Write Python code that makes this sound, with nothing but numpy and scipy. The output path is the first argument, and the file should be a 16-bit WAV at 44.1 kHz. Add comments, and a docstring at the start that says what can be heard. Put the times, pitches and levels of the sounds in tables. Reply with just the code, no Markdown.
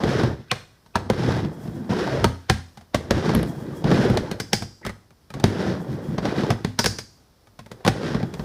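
"""Skateboard on a wooden mini ramp

A skateboarder rides back and forth on a plywood mini ramp in a quiet backyard. Filtered random bumps
make the hollow ramp rumble, roar and hiss, loudest in the curves. At each lip, short noisy contacts
knock modal deck and ramp resonances or clank the steel coping; the board stalls in near silence and
drops back in. Skids chirp, bearings whirr on the flat, and scattered echoes answer from the yard."""
import sys
import numpy as np
from scipy import signal
from scipy.fft import rfft, irfft
from scipy.io import wavfile

SR = 44100
rng = np.random.default_rng(int(sys.argv[2]) if len(sys.argv) > 2 else 0)


def waveform_to_disk(signal):
    """Save audio, clipped to [-1, 1], as 16-bit WAV at the path in sys.argv[1]."""
    frames = np.transpose(np.atleast_2d(signal))
    scaled = np.clip(frames, -1, 1) * 32767
    samples = np.round(scaled).astype(np.int16)
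    wavfile.write(sys.argv[1], SR, samples)


N = 372204

# riding down a curved wall: (start [s], end [s], level [dB], extra rumble [dB])
DESCENT_ROWS = [(1.114, 1.398, 2, 0.5), (3.111, 3.39, 2.5, -0.5), (5.45, 5.74, 1, -0.5),
                (7.87, 8.202, -2, -2)]
# riding up the opposite wall: (start [s], end [s], level [dB], extra rumble [dB])
CLIMB_ROWS = [(0.0, 0.281, 0, -1.5), (1.891, 2.219, 0.5, -2), (3.846, 4.151, 1.5, 2),
              (6.222, 6.513, -2.5, 0.5)]
# crossing the flat bottom: (start [s], end [s], level [dB], extra rumble [dB])
FLAT_ROWS = [(1.405, 1.913, -2.5, 4.5), (3.418, 3.854, 0.5, 1), (5.744, 6.28, 0.5, -0.5),
             (8.222, 8.453, -1.5, -2)]
# trucks striking the steel coping: (time [s], blow level [dB], deck note [Hz], ring level [dB],
# ring length [factor], strength of the clear modes [factor])
CLANK_ROWS = [(4.400, -30, 435, -41, 1, .3), (4.531, -20, 812, -26.5, 0.77, 0.56),
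              (6.7898, -21, 915, -26.5, 0.78, .15), (6.842, -25, 548, -42, 0.34, .15),
              (6.8596, -21, 483, -26.5, 0.82, .2), (6.986, -35, 447, -40, 0.74, .2)]
# stiff modes of deck and trucks: (frequency [Hz], level [dB], t60 [s])
CLACK_MODES = [(1556, -2.5, 0.069), (2043, -2, 0.029), (2445, -11, 0.065), (3360, -16, 0.056),
               (3780, -3, 0.018), (4570, -14, 0.071), (5150, -12.5, 0.024)]
# spectrum of the topmost tick of a contact: (frequency [Hz], density [dB per Hz])
TICK_SPECTRUM = [(3500, -39), (6000, -3), (7000, -1), (9000, -1.5), (11500, -5), (13000, -13), (16000, 1)]


def gain_of(db):
    """Decibels to amplitude."""
    return 10 ** (np.asarray(db) / 20)


def evened(x):
    """Scales to rms 1."""
    return x / np.sqrt(np.mean(x ** 2) + 1e-20)


def struck(x, seconds):
    """Scales a blow to rms 1 over its first moments."""
    return x / np.sqrt(np.mean(x[:int(seconds * SR)] ** 2) + 1e-20)


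def read(points, hz):
    """Reads a table on a log-frequency axis."""
    f, value = np.transpose(points)
    return np.interp(np.log(hz + 1), np.log(f + 1), value)


def add(mix, start_s, sound):
    """Mixes a sound in at a start time."""
    part = mix[max(0, round(start_s * SR)):][:len(sound)]
    part += sound[:len(part)]


def colour(points, size=4096):
    """Causal (minimum-phase) impulse response with the given spectrum."""
    log_gain = np.log(gain_of(read(points, abs(np.fft.fftfreq(size, 1 / SR)))))
    spectrum = np.exp(np.conj(signal.hilbert(log_gain)))
    return np.fft.ifft(spectrum).real[:size // 2]


def through(x, response):
    """Passes x through an impulse response."""
    return signal.oaconvolve(x, response)[:len(x)]


def wander(rate_hz):
    """Smooth random curve of rms 1, up to about the given rate."""
    f = np.fft.rfftfreq(N, 1 / SR)
    return evened(irfft(rfft(rng.standard_normal(N)) / (1 + (f / rate_hz) ** 4), N))


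def ring(modes, t, spread_db=2., detune=.02):
    """Decaying sine modes; strengths and pitches vary as with the place that is struck."""
    hz, db, t60 = np.transpose(modes)[:, :, None]
    strength, shift, side = rng.standard_normal((len(modes), 3)).T[:, :, None]
    waves = np.sign(side) * np.sin(2 * np.pi * hz * (1 + detune * shift) * t)
    level_db = db + spread_db * strength - 60 * t / t60
    return (gain_of(level_db) * waves).sum(0)


def resonate(x, hz, width_hz):
    """A one-pole resonance that follows the curve hz, by shifting it down to 0 Hz and back."""
    turn = np.exp(2j * np.pi * np.cumsum(hz) / SR)
    r = np.exp(-np.pi * width_hz / SR)
    return 2 * (turn * signal.lfilter([1 - r], [1, -r], x / turn)).real


def air():
    """Outdoor wash: coloured noise, slowly wavering, with a faint high band like distant insects."""
    # (frequency [Hz], density [dB per Hz])
    air_spectrum = [(20, -1.5), (60, 0), (130, -2), (250, -8), (500, -13), (1200, -18.5), (2500, -27.5),
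                    (4000, -25), (5300, -22), (6800, -31.5), (10000, -31), (16000, -33)]
    level_db = -57 + 1.2 * wander(rate_hz=4)
    return gain_of(level_db) * evened(through(rng.standard_normal(N), colour(air_spectrum)))


def bumps(per_s, spread_db):
    """Tiny random blows of the wood grain against the wheels: sparse impulses of either sign."""
    size = gain_of(spread_db * np.minimum(rng.exponential(1, N), 4)) * rng.choice([-1, 1], N)
    return size * (rng.random(N) < per_s / SR)


def stretch(t, start_s, end_s):
    """Wheels take the weight and lose it: attack, hold and release of rumble, roar and hiss."""
    grip_s = 0.0067
    release_db_per_s = np.array((138.5, 177, 261.5))[:, None]  # rumble, roar, hiss
    release_db = -release_db_per_s * np.maximum(t - end_s, 0)
    return np.clip((t - start_s) / grip_s, 0, 1) * gain_of(release_db)


def wheel_levels(t):
    """Gains of rumble, roar and hiss: curves press the wheels hard into the wood, the flat does not."""
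    # creeping and turning on two wheels at the lip: (start [s], end [s], level [dB], extra rumble [dB])
    pivot_rows = [(0.956, 1.07, -2.5, 7), (2.945, 3.08, 1.5, 4.5), (4.19, 4.34, 4, -5),
                  (4.4, 4.66, -15, 11), (4.81, 4.9, -7, -1), (5.34, 5.44, 0.5, 4), (6.79, 6.94, -9, 7.5),
                  (7.7, 7.85, -10.5, -17)]
    # base levels of (rumble, roar, hiss)
    descent_db, climb_db = (-27, -30.5, -37), (-24.5, -25.5, -33.5)
    flat_db, pivot_db = (-34, -39.5, -53), (-39.5, -41, -54)
    coast_db, coast_db_per_s = (-52.5, -63, -52.5), 36.5
    speed_up_db_per_s = 15.5  # a descent grows louder as the board gathers speed
    arch_db = (1, 2.5, 5)  # drop from the middle of a curve to its ends
    parts = (
        (DESCENT_ROWS, descent_db, speed_up_db_per_s, True),
        (CLIMB_ROWS, climb_db, 0, True),
        (FLAT_ROWS, flat_db, 0, False),
        (pivot_rows, pivot_db, 0, False),
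    )
    power = np.zeros((3, len(t)))
    for rows, base_db, rise_db_per_s, curved in parts:
        for start_s, end_s, db, rumble_db in rows:
            base = gain_of(np.add(base_db, (rumble_db, 0, 0)))[:, None]
            from_middle_s = np.clip(t, start_s, end_s) - (start_s + end_s) / 2
            place = 2 * from_middle_s / (end_s - start_s)  # -1 to 1
            press_db = rise_db_per_s * from_middle_s - curved * np.outer(arch_db, place ** 2)
            power += (base * gain_of(db + press_db) * stretch(t, start_s, end_s)) ** 2
    # after a climb the ramp settles and the unloaded wheels spin on
    for _, end_s, *_ in CLIMB_ROWS:
        fade = gain_of(-coast_db_per_s * abs(t - end_s)) * (t > end_s)
        power += (gain_of(coast_db)[:, None] * fade) ** 2
    return np.sqrt(power)


def panel_note(t):
    """Plywood panel pitch [Hz]: sinks as the board nears a lip, rises to the braced part on drop-in."""
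    # low note at each lip: (time [s], frequency [Hz])
    lip_notes = [(0.5, 96.8), (2.3, 86.6), (2.9, 84.7), (4.4, 102), (6.8, 100)]
    braced_hz, glide_s = 168.4, 0.17
    entered = sum(np.clip((t - start_s) / glide_s, 0, 1) for start_s, *_ in DESCENT_ROWS)
    left = sum(np.clip((t - end_s) / glide_s + 1, 0, 1) for _, end_s, *_ in CLIMB_ROWS)
    lip_hz = np.interp(t, *np.transpose(lip_notes))
    return lip_hz + (braced_hz - lip_hz) * (1 + entered - left)


def rolling():
    """Bumps shake the panel and the deck; grit hisses and rattles; the load on the wheels throbs."""
    # hollow rumble: (frequency [Hz], density [dB per Hz])
    rumble_spectrum = [(20, -35), (45, -25.5), (70, -6.5), (100, -1), (130, 4), (200, 1.5), (270, -1),
                       (350, -2), (500, -30), (900, -66.5)]
    # surface roar: (frequency [Hz], density [dB per Hz])
    roar_spectrum = [(120, -29.5), (250, -8.5), (360, 1), (480, -3), (650, -9), (900, -10), (1250, -16),
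                     (1800, -16.5), (3500, -50.5)]
    # wheel hiss: (frequency [Hz], density [dB per Hz])
    hiss_spectrum = [(600, -34), (1200, 3), (1550, 6), (2000, 0), (2550, -5.5), (3300, -3.5), (4200, -7),
                     (5400, -6.5), (6500, -15.5), (8000, -22), (11500, -26), (13000, -41.5), (16000, -43.5)]
    t = np.arange(N) / SR
    coarse_t = t[::64]
    rumble_gain, roar_gain, hiss_gain = (np.interp(t, coarse_t, g) for g in wheel_levels(coarse_t))
    load = wander(rate_hz=12)

    shake = evened(through(bumps(per_s=1500, spread_db=2.5), colour(rumble_spectrum)))
    panel_hz = panel_note(t) * np.exp(0.16 * wander(rate_hz=2.5))
    panel = resonate(bumps(per_s=1500, spread_db=-1.5), panel_hz, width_hz=36)
    panel = evened(resonate(panel, panel_hz, width_hz=370))
    rumble = evened(shake + gain_of(-1.0) * panel)

    # coarse grit sounds in the deck and the wheels at once
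    rattle = evened(bumps(per_s=170, spread_db=2.5))
    roar = through(evened(bumps(per_s=2500, spread_db=2.0)) + rattle, colour(roar_spectrum))
    # every patch of plywood under the wheels answers with its own note
    patch_hz = 560 * np.exp(0.38 * wander(rate_hz=28))
    patch = resonate(roar, patch_hz, width_hz=68)
    roar = evened(evened(roar) + 0.76 * evened(patch))

    fine_grit = evened(bumps(per_s=9000, spread_db=0.5))
    hiss = evened(through(fine_grit + 0.45 * rattle, colour(hiss_spectrum)))
    # now and then a grain of sand makes the trucks clack
    grains = bumps(per_s=35, spread_db=3.0)
    sand = through(grains, ring(CLACK_MODES, t[:SR // 10], spread_db=1.0, detune=.02))
    sand_tick = through(grains, colour(TICK_SPECTRUM))
    hiss = evened(hiss + .42 * evened(sand) + .045 * evened(sand_tick))

    return (rumble * rumble_gain * gain_of(2.9 * load)
            + roar * roar_gain * gain_of(0.28 * load)
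            + hiss * hiss_gain * gain_of(2.0 * load))


def blows():
    """Yields (time s, thump dB, wood dB, crack dB, tick dB, deck note Hz, contact s), balanced by kind."""
    # deck and wheels slamming down at the lip: (time [s], wood level [dB], ramp thump level [dB],
    # crack level [dB], deck note [Hz], contact time [s])
    slam_rows = [(0.515, -22.5, -29.5, -22, 1105, .002), (0.9554, -17, -23, -26.5, 933, .0045),
                 (1.1, -15, -20.5, -28.5, 518, 0.0059), (2.243, -13.5, -17, -20, 894, 0.0049),
                 (2.4974, -16.5, -16.5, -17.5, 748, .0042), (2.9447, -16, -23.5, -24, 591, 0.005),
                 (3.1078, -15.5, -18.5, -24, 548, 0.006), (4.1723, -22.5, -26, -27.5, 617, 0.002),
                 (5.4402, -12.5, -14.5, -22, 381, 0.0019), (6.5035, -20.5, -18.5, -27, 684, 0.0083),
                 (6.647, -25, -24, -31, 409, 0.0019), (7.8494, -25.5, -23.5, -31.5, 1083, .007),
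                 (7.864, -20, -32, -30, 480, 0.0037), (7.8769, -14, -17.5, -19.5, 773, 0.0059)]
    # wheels thudding over joints between the sheets: (time [s], wood level [dB], ramp thump level [dB])
    seam_rows = [(0.036, -21, -26), (0.2345, -23, -18.5), (1.361, -44, -32), (1.448, -33, -26.5),
                 (1.676, -40, -29), (1.9, -34, -23.5), (3.292, -22.5, -20.5), (3.349, -21.5, -15.5),
                 (3.429, -27, -28), (3.8415, -25.5, -18.5), (3.914, -19, -21), (3.976, -26, -32),
                 (4.099, -26.5, -14.5), (6.082, -62, -26), (6.181, -23.5, -28.5), (6.2528, -20.5, -29),
                 (6.434, -27, -25), (8.147, -25.5, -19.5), (8.229, -30, -23.5), (8.394, -32.5, -28.5)]
    # light taps as the rider shifts the board on the lip: (time [s], level [dB], deck note [Hz])
    tap_rows = [(0.8612, -54.5, 910), (2.7729, -44, 795), (2.81, -51, 724), (4.3128, -29, 388),
                (4.622, -33.5, 706), (4.85, -34.5, 1270), (4.864, -28.5, 396), (4.894, -37, 1250),
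                (5.106, -55, 565), (5.303, -43, 1280), (5.3388, -37, 1123), (5.3986, -37.5, 780),
                (7.471, -55.5, 1220), (7.5905, -41.5, 1046), (7.661, -47, 890), (7.7148, -38.5, 480),
                (8.339, -36.5, 580)]
    for s, db, thump_db, crack_db, hz, contact_s in slam_rows:
        yield s, thump_db, db, crack_db, crack_db - 12.5, hz, contact_s
    for s, db, thump_db in seam_rows:
        yield s, thump_db, db, db - 11.5, db - 30.5, 429, 0.0078
    for s, db, hz in tap_rows:
        yield s, db - 1, db, db - 5.5, db - 14.5, hz, 0.00735
    for s, db, hz, *_ in CLANK_ROWS:
        yield s, db - 3.5, db, db, db - 8, hz, 0.00569


def boom(blow_s, t):
    """The ramp's frame answers at once; the big panel swings up more slowly and rings on."""
    # hollow ramp's frame: (frequency [Hz], level [dB], t60 [s])
    frame_modes = [(59.6, 3.5, 0.23), (111.3, -13.5, 0.11), (122.8, 8, 0.26), (167, -2.5, 0.06),
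                   (201.5, -6.5, 0.25), (221.2, 11.5, .16), (271.6, -6.5, 0.42)]
    panel_hz = panel_note(blow_s)
    panel_t60_s = 36 / panel_hz
    frame = ring(frame_modes, t, spread_db=4.5, detune=0.033) * (1 - np.exp(-t / 0.0013))
    panel = np.sin(2 * np.pi * panel_hz * t) * gain_of(-60 * t / panel_t60_s)
    panel *= 1 - np.exp(-t / 0.0063)
    return struck(frame, 0.026) + 0.44 * struck(panel, 0.076)


def knocks():
    """Each blow is a short noise swell, a hard contact and chatter; deck rings and ramp booms under it."""
    # ramp thump: (frequency [Hz], density [dB per Hz])
    thump_spectrum = [(20, 10.5), (50, -41), (100, 5), (200, 7.5), (300, -12), (500, -30), (1000, -53.5)]
    # wooden knock: (frequency [Hz], density [dB per Hz])
    wood_spectrum = [(130, -54.5), (280, -13), (400, 3), (700, 0), (1100, -3), (1500, -14), (3000, -61.5)]
    # hard crack: (frequency [Hz], density [dB per Hz])
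    crack_spectrum = [(700, -48.5), (1250, -5.5), (1600, 5), (2100, 3.5), (2600, -1.5), (3600, 0.5),
                      (5300, -3.5), (6500, -13), (9000, -44)]
    # deck modes: (multiple of its note [factor], level [dB], t60 [s])
    deck_modes = [(.44, -5, .06), (.68, -5, .045), (1, 0, .05), (1.42, -8, .035), (1.85, -9, .04)]
    out = np.zeros(N)
    t = np.arange(int(.45 * SR)) / SR
    low_s, high_s = .04, .015  # levelling windows
    thump_ir, wood_ir = colour(thump_spectrum), colour(wood_spectrum)
    crack_ir, tick_ir = colour(crack_spectrum), colour(TICK_SPECTRUM)
    for s, thump_db, wood_db, crack_db, tick_db, note_hz, contact_s in blows():
        # the rattle spreads through the ramp's frame and dies away
        grip = np.exp(-t / max(contact_s, 1e-3) * 0.97) + 0.1 * np.exp(-t / 0.04)
        chatter = rng.standard_normal(len(t)) * grip * (rng.random(len(t)) < .25)
        force = chatter / np.linalg.norm(chatter)
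        force[int(contact_s * SR / 5)] += .4  # the hard contact

        thump = struck(through(force, thump_ir), low_s) + gain_of(-1.5) * struck(boom(s, t), low_s)
        modes = [(k * note_hz, db, t60) for k, db, t60 in deck_modes]
        deck = ring(modes, t, spread_db=1.5, detune=.01) * (1 - np.exp(-t / .0015))
        wood = struck(through(force, wood_ir), high_s) + gain_of(3) * struck(deck, high_s)
        clack = struck(ring(CLACK_MODES, t, spread_db=5.0, detune=0.034), high_s)
        clack *= 1 - np.exp(-t / 0.0023)
        crack = struck(through(force, crack_ir), high_s) + 0.56 * clack
        # metal contacts tick to the very top; urethane ones are duller
        bright_hz = np.clip(14000 * gain_of((tick_db - crack_db + 8) / 3), 6000, 18000)
        tick = signal.lfilter(*signal.butter(2, bright_hz, fs=SR), through(force, tick_ir))
        add(out, s, gain_of(thump_db) * struck(thump, low_s)
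            + gain_of(wood_db) * struck(wood, high_s)
            + gain_of(crack_db) * struck(crack, high_s)
            + gain_of(tick_db) * struck(tick, high_s))

        # a short noise swell leads into each blow
        noise = rng.standard_normal(int(.02 * SR))
        lead_in = gain_of(wood_db) * evened(through(noise, wood_ir))
        lead_in += gain_of(crack_db) * evened(through(noise, crack_ir))
        swell = np.exp(-t[:len(noise)][::-1] / .004)
        add(out, s - len(noise) / SR, gain_of(-13) * lead_in * swell)
    return out * gain_of(-0.5)  # common trim of all blows


def skids():
    """A wheel sticks and slips sideways: a rough chirp that swells until the wheel grips."""
    # (start [s], length [s], level [dB], pitch [Hz])
    skid_rows = [(0.496, .012, -44, 2634), (0.509, 0.0075, -21, 2750), (0.938, 0.046, -48, 2500),
                 (3.348, 0.004, -28, 10060), (3.428, 0.0042, -39, 10540), (4.824, 0.086, -41, 1896),
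                 (5.435, 0.0086, -35, 2690)]
    out = np.zeros(N)
    for s, length_s, db, hz in skid_rows:
        size = max(int(length_s * SR), 100)
        pitch_hz = hz * (1 + .1 * wander(rate_hz=600)[:size])
        swell = np.linspace(.2, 1, size) * signal.windows.tukey(size, .2)
        chirp = np.sin(2 * np.pi * np.cumsum(pitch_hz) / SR)
        add(out, s, gain_of(db) * evened(swell * chirp))
    return out


def bearings():
    """A narrow, wavering noise whirr that shows on the flat, where the board is fastest."""
    # (frequency [Hz], density [dB per Hz])
    whirr_spectrum = [(2200, -35), (3000, -43), (3300, 2.5), (3600, -40), (5000, -11), (12000, -17)]
    level = np.zeros(N)
    for start_s, end_s, db, _ in FLAT_ROWS:
        fade = signal.windows.tukey(int((end_s - start_s) * SR), .3)
        add(level, start_s, gain_of(-57 + db) * fade)
    waver = gain_of(3.5 * wander(rate_hz=14) - 2.5)
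    return level * waver * evened(through(rng.standard_normal(N), colour(whirr_spectrum)))


def coping():
    """The steel pipe rings in a few clear modes over a dense shimmer, damped by the board on it."""
    # (frequency [Hz], level [dB], t60 at ring length 1 [s])
    pipe_modes = [(3170, -30.5, .41), (3770, -11.5, 0.4), (4730, -4, .35), (4830, 0.5, 0.67),
                  (5000, 9, 0.24), (5200, -22.5, .54), (5390, 17.5, 0.057), (5771, -16.5, 0.89),
                  (5600, -7.5, 0.71), (6260, 4, 0.24), (6960, -14, 0.82), (7840, -10.5, 0.41),
                  (7960, -10.5, 0.34), (9000, -6, 0.29), (10200, -19.5, 0.57), (11470, -11, 0.24),
                  (12890, -18, .3), (13500, -21.5, 0.45)]
    out = np.zeros(N)
    t = np.arange(int(.7 * SR)) / SR
    for s, _, _, db, hold, clear in CLANK_ROWS:
        modes = [(hz, mode_db, t60 * hold) for hz, mode_db, t60 in pipe_modes]
        pipe = struck(ring(modes, t, spread_db=1.5, detune=.0005), .05)
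        shimmer = sum(ring(modes, t, spread_db=1.5, detune=.06) for _ in range(12))
        shimmer = struck(shimmer, .05) * np.exp(-t / .5)
        add(out, s, gain_of(db) * struck(clear * pipe + shimmer, 0.061))
    return out


def yard(x, size=256):
    """Scattered echoes from ramp walls, house and trees: sparse taps that decay by frequency band."""
    # (frequency [Hz], t60 [s])
    yard_decay = [(60, 0.34), (160, 0.41), (420, 0.3), (1100, 0.44), (3000, 0.41), (7500, 0.62),
                  (15000, 0.3)]
    t = np.arange(SR // 2) / SR
    taps = rng.choice([-1., 1.], len(t)) * (rng.random(len(t)) < 2500 / SR) * (t > .007)
    hz, at_s, bands = signal.stft(taps, SR, nperseg=size)
    decay = gain_of(-60 * at_s / read(yard_decay, hz)[:, None])
    tail = signal.istft(bands * decay, SR, nperseg=size)[1]
    return through(x, tail / np.linalg.norm(tail))


def scene():
    """Wheels, blows and steel in the open yard."""
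    dry = rolling() + bearings() + knocks() + coping() + skids()
    return (dry + yard(dry) * gain_of(-17) + air())[None]


def record(dry):
    """The small microphone drops the deepest bass and rounds the loudest peaks; then the band limit."""
    ceiling, low_hz, edge_hz = .9, 38, 15550
    thinned = signal.sosfilt(signal.butter(3, low_hz, "highpass", fs=SR, output="sos"), dry)
    soft = ceiling * np.tanh(thinned / ceiling)
    band_limit = signal.firwin(401, edge_hz, window=("kaiser", 8), fs=SR)
    return signal.oaconvolve(soft, band_limit[None], "same")


dry = scene()
out = record(dry)
waveform_to_disk(out)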